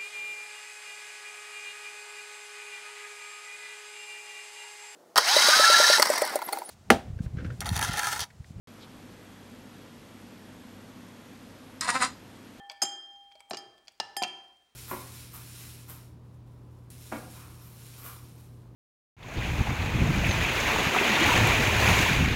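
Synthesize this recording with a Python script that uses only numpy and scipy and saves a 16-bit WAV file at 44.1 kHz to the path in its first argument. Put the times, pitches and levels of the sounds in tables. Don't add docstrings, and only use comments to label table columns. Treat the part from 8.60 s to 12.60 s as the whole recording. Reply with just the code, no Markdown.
import sys
import numpy as np
from scipy import signal
from scipy.io import wavfile
from scipy.ndimage import uniform_filter1d

SR = 44100
rng = np.random.default_rng(int(sys.argv[2]) if len(sys.argv) > 2 else 0)


def unload_wav(signal):
    wavfile.write(
        sys.argv[1],
        SR,
        np.round(np.clip(np.atleast_2d(signal).T, -1, 1) * 32767).astype(np.int16),
    )


N = 176400
T = np.arange(N) / SR


def amp(db):
    return 10 ** (np.asarray(db) / 20)


def unit_rms(x):
    return x / np.sqrt(np.mean(x ** 2) + 1e-20)


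def curve_at(points, hz):
    f, value = np.transpose(points)
    return np.interp(np.log(hz + 1), np.log(f + 1), value)


def resonate(x, hz, width_hz):
    turn = np.exp(2j * np.pi * np.cumsum(hz * np.ones(len(x))) / SR)
    pole = np.exp(-np.pi * width_hz / SR)
    for _ in range(2):
        x = 2 * (turn * signal.lfilter([1 - pole], [1, -pole], x / turn + 1e-18)).real
    return x


def body(x, modes):
    widen = 1.53
    return sum((-1) ** k * amp(db) * resonate(x, f, w * widen) for k, (f, w, db) in enumerate(modes))


def noise_band(hz, width_hz, db):
    return amp(db) * unit_rms(body(rng.standard_normal(N), [(hz, width_hz, 0)]))


def soften(x, cutoff_hz=10400):
    return signal.lfilter(*signal.butter(3, cutoff_hz, fs=SR), x)


def fans(wash_db=-51.5):
    # f/Hz, relative density/dB
    spectrum = [(12, -49), (20, -24), (47, -13), (70, -14), (87, -13.5), (106, -15.5), (122, -5), (161, -8),
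                (245, -6.5), (383, -11.5), (506, -13), (1460, -18.5), (3360, -24), (9950, -33.5),
                (10800, -38), (11800, -37), (15500, -50)]
    # f/Hz, width/Hz, level/dB
    drones = [(51.4, 8, -71.5), (192.7, 15, -61), (242, 31.7, -54), (294, 29, -63.5), (496.4, 57, -65),
              (3314, 70, -73)]
    frames, hz = N // 512 + 5, np.fft.rfftfreq(2048, 1 / SR)
    real, imag, patches = rng.standard_normal((frames, len(hz), 3)).T
    patches = uniform_filter1d(patches, size=20, axis=0)
    drift_db = 0.57 * unit_rms(uniform_filter1d(patches, size=8, axis=1))
    bins = (real + 1j * imag) * amp(curve_at(spectrum, hz)[:, None] + drift_db)
    wash = signal.istft(bins, nperseg=2048, noverlap=1536)[1][:N]
    return amp(wash_db) * unit_rms(wash) + sum(noise_band(*drone) for drone in drones)


def electronics(whine_hz=11719.5, waver_db=1.25):
    tones_hz = [100, 9922, 11592, 11647, 11680, 11900, 12882]
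    tones_db = [-59.5, -87, -88, -86, -84, -89, -84]
    # t/s, f/Hz
    throb_rate = [(0, 28.46), (.9, 28.3), (2.0, 27.06), (2.9, 25.8), (4, 26.3)]
    # offset/multiples of the throb rate, level/dB
    sidebands = [(-11, -85), (-7, -86), (-4, -89), (-2, -79), (0, -84), (2, -82.5), (4, -84), (6, -82),
                 (8, -88), (11, -91)]
    tones = sum(amp(db) * np.sin(2 * np.pi * (f * T + rng.random()))
                for f, db in zip(tones_hz, tones_db))
    throb = np.cumsum(np.interp(T, *np.transpose(throb_rate))) / SR
    whine = sum(amp(db) * np.sin(2 * np.pi * (whine_hz * T + k * throb)) for k, db in sidebands)
    pulsing_noise = rng.standard_normal(N) * (1 + .6 * np.cos(4 * np.pi * throb))
    fuzz = amp(-81.5) * unit_rms(body(pulsing_noise, [(11720, 280, 0)]))
    drift = uniform_filter1d(uniform_filter1d(rng.standard_normal(N), size=4000), size=4000)
    waver = amp(waver_db * unit_rms(drift))
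    return np.sqrt(2) * (tones * waver + whine) + fuzz + noise_band(9932, width_hz=35, db=-79.5)


def swishes():
    # centre t/s, half length/s, level/dB, from f/Hz, to f/Hz, resonator width/Hz
    brushes = [(0.231, .018, -54, 4200, 3230, 1610), (3.08, .05, -72, 10400, 10400, 1500)]
    out = np.zeros(N)
    for centre, half_length, db, from_hz, to_hz, width_hz in brushes:
        progress = (T - centre) / half_length
        hz = to_hz + (from_hz - to_hz) * (1 - np.tanh(progress)) / 2
        noise = unit_rms(resonate(rng.standard_normal(N), hz, width_hz))
        out += amp(db) * noise * np.exp(-progress ** 2 / 2)
    return out


def gear_clacks():
    # t/s, peak level/dB, decay/s, sheen gain/dB
    impacts = [(3.2094, -15.5, 0.0011, 6), (3.2115, -16, 0.0018, 5), (3.279, -33, .002, -4),
               (3.284, -31, 0.0016, 0), (3.301, -28, .002, -6), (3.304, -17, 0.0015, -4),
               (3.4173, -29, .002, -8), (3.424, -18, .002, -9), (3.448, -17, 0.0013, -8)]
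    # f/Hz, width/Hz, gain/dB
    ring = [(1100, 300, -7), (1910, 500, -10), (4100, 1100, -11), (5070, 800, 0), (6700, 1160, -3),
            (7500, 1000, -2.5), (9080, 870, -3)]
    # f/Hz, width/Hz, gain/dB
    sheen = [(11500, 1200, -22.5), (13600, 1200, -28)]
    out, t = np.zeros(N), np.arange(1500) / SR
    for start, db, decay, sheen_db in impacts:
        burst = rng.standard_normal(len(t)) * np.exp(-t / decay)
        hit = body(soften(burst), ring) + amp(sheen_db) * body(burst, sheen)
        out[round(start * SR):][:len(t)] += amp(db) * hit / abs(hit).max()
    return out


def rotor_whirr():
    # t/s, f/Hz, level/dB
    course = [(3.213, 1070, -38), (3.23, 1080, -43), (3.255, 1100, -47), (3.275, 1030, -42),
              (3.31, 967, -41), (3.334, 926, -38), (3.35, 940, -60)]
    times, hz, db = np.transpose(course)
    whirr = resonate(rng.standard_normal(N), np.interp(T, times, hz), width_hz=40)
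    return amp(np.interp(T, times, db, left=-200, right=-200)) * unit_rms(whirr)


def paper_feed(rate_wobble=.02, step_spread_db=3, rattle_decay_steps=0.72, ticks_per_s=9000):
    # t/s, step rate/Hz, level/dB of knock, rattle, treble, thrum and boom, roughness/0-1
    feed = [(3.214, 316.7, -27, -31.5, -44, -58, -55, 0.35), (3.222, 321.2, -36, -38.5, -44, -46, -58, 0.3),
            (3.25, 325.1, -37, -41, -40, -60.5, -47, 0.42), (3.266, 339.1, -36, -45, -48, -58, -48, 0.4),
            (3.27, 326.9, -40, -49, -52, -51, -46, 0.35), (3.28, 240.7, -35, -37, -38, -53, -36, 0.28),
            (3.29, 238.3, -25.5, -37, -36.5, -53, -36.5, 0.42),
            (3.302, 238.2, -22.5, -32, -30, -40.5, -38, 0.34), (3.318, 238, -38, -44, -49, -59, -41, 0.17),
            (3.332, 236.3, -50, -44, -45, -46, -59, 0.34),
            (3.35, 258.5, -30, -38, -39.5, -40.5, -35.5, 0.3),
            (3.366, 260.5, -24, -37.5, -41, -38, -37.5, 0.29), (3.39, 261.8, -43, -50, -52, -60, -47, 0.42),
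            (3.402, 250.2, -38.5, -40.5, -47, -40, -41.5, 0.36),
            (3.418, 243.6, -24, -36, -34, -42.5, -32.5, 0.42),
            (3.428, 245.2, -23, -34, -29.5, -55, -37, 0.35),
            (3.438, 260.1, -28, -30.5, -32, -41, -34.5, 0.23),
            (3.452, 263, -27.5, -36, -38, -37, -42.5, 0.42), (3.48, 270, -55, -51, -65, -48, -51, 0.4)]
    # f/Hz, width/Hz, gain/dB
    case = [(1003, 120, 1.5), (1224, 245, 6), (1620, 130, -14), (2030, 204, 3), (2300, 230, -10.5),
            (2720, 310, -8.5)]
    # f/Hz, width/Hz, gain/dB
    gears = [(3100, 580, -7), (3670, 190, -1), (4160, 360, 0.5), (4930, 310, 0), (5820, 750, -6.5)]
    # f/Hz, width/Hz, gain/dB
    pinion = [(6800, 540, 1.5), (7900, 700, -1.5), (8880, 560, 2), (9480, 480, 0.5), (10300, 1300, -14),
              (12000, 1300, -19), (13800, 1000, -17)]
    # f/Hz, width/Hz, gain/dB
    desk = [(162, 77, -2), (255, 84, 0)]
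    # f/Hz, width/Hz, gain/dB
    panels = [(532, 150, -6.5), (780, 197, 1)]
    # f/Hz, width/Hz, gain/dB
    paper = [(7000, 3000, -2), (10900, 1500, 0), (13500, 1400, -15)]
    # t/s, level/dB
    partial = [(3.225, -60), (3.24, -40), (3.265, -46), (3.278, -60)]
    times, *columns = np.transpose(feed)
    t = np.arange(times[0], times[-1] + 0.037, 1 / SR)
    n = len(t)
    step_hz, *levels_db, roughness = (np.interp(t, times, column) for column in columns)

    wobble = rate_wobble * unit_rms(uniform_filter1d(rng.standard_normal(n), size=150))
    steps = np.cumsum(step_hz * (1 + wobble)) / SR
    step_index = steps.astype(int)
    strength = amp(step_spread_db * rng.standard_normal(200))[step_index]
    kicks = (1 - roughness) * unit_rms(np.diff(step_index, prepend=0) * strength)
    shake = 0.7 + strength * np.exp(-(steps % 1) / rattle_decay_steps)
    grit = roughness * unit_rms(shake * rng.standard_normal(n))

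    grind = amp(-6.5) * unit_rms(body(kicks + grit, [(1570, 900, 0)]))
    knock = unit_rms(body(kicks + grit, case)) + grind
    ticks = rng.random(n) < ticks_per_s / SR
    tick_db = 4 * np.minimum(rng.exponential(1, n), 2.5)
    chatter = soften(shake * ticks * amp(tick_db) * rng.choice([-1, 1], n))
    rattle, treble = body(chatter, gears), body(chatter, pinion)
    push = kicks + 0.87 * grit
    thrum, boom = body(push, desk), body(push, panels)
    layers = knock, rattle, treble, thrum, boom
    buzz = sum(amp(db) * unit_rms(layer) for db, layer in zip(levels_db, layers))

    tone_db = np.interp(t, *np.transpose(partial), left=-200, right=-200)
    tone = amp(tone_db) * np.sin(2 * np.pi * 4 * steps)
    rasp = amp(-57) * unit_rms(body(rng.standard_normal(n), paper))
    attack = np.clip((t - times[0]) / 0.0013, 0, 1)
    release = np.exp(-np.maximum(t - times[-1], 0) / 0.0053)
    out = np.zeros(N)
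    out[round(times[0] * SR):][:n] = attack * release * (buzz + tone + rasp)
    return out


def room(x):
    # f/Hz, T60/s
    t60 = [(250, .1), (1000, 0.21), (4500, 0.25), (7000, .24), (9500, 0.14), (13000, 0.13)]
    taps = np.zeros(SR // 2)
    slots = np.arange(150, SR // 2 - 20, 20)
    taps[slots + rng.integers(0, 20, len(slots))] = rng.choice([-1., 1.], len(slots))
    hz, t, bins = signal.stft(taps, SR, nperseg=256)
    decay = amp(-60 * t / curve_at(t60, hz)[:, None])
    tail = signal.istft(bins * decay, SR, nperseg=256)[1]
    return signal.fftconvolve(x, tail / np.linalg.norm(tail))[:N]


def scene():
    printer = paper_feed() + gear_clacks() + rotor_whirr()
    return (printer + amp(-10.5) * room(printer) + fans() + electronics() + swishes())[None]


def record(dry, open_s=.0722, cutoff_hz=15650):
    fade_in = np.clip((T - open_s) / .0005, 0, 1)
    lowpass = signal.firwin(1023, cutoff_hz, window=("kaiser", 10), fs=SR)[None]
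    return signal.oaconvolve(dry * fade_in, lowpass, "same")


dry = scene()
out = record(dry)
unload_wav(out)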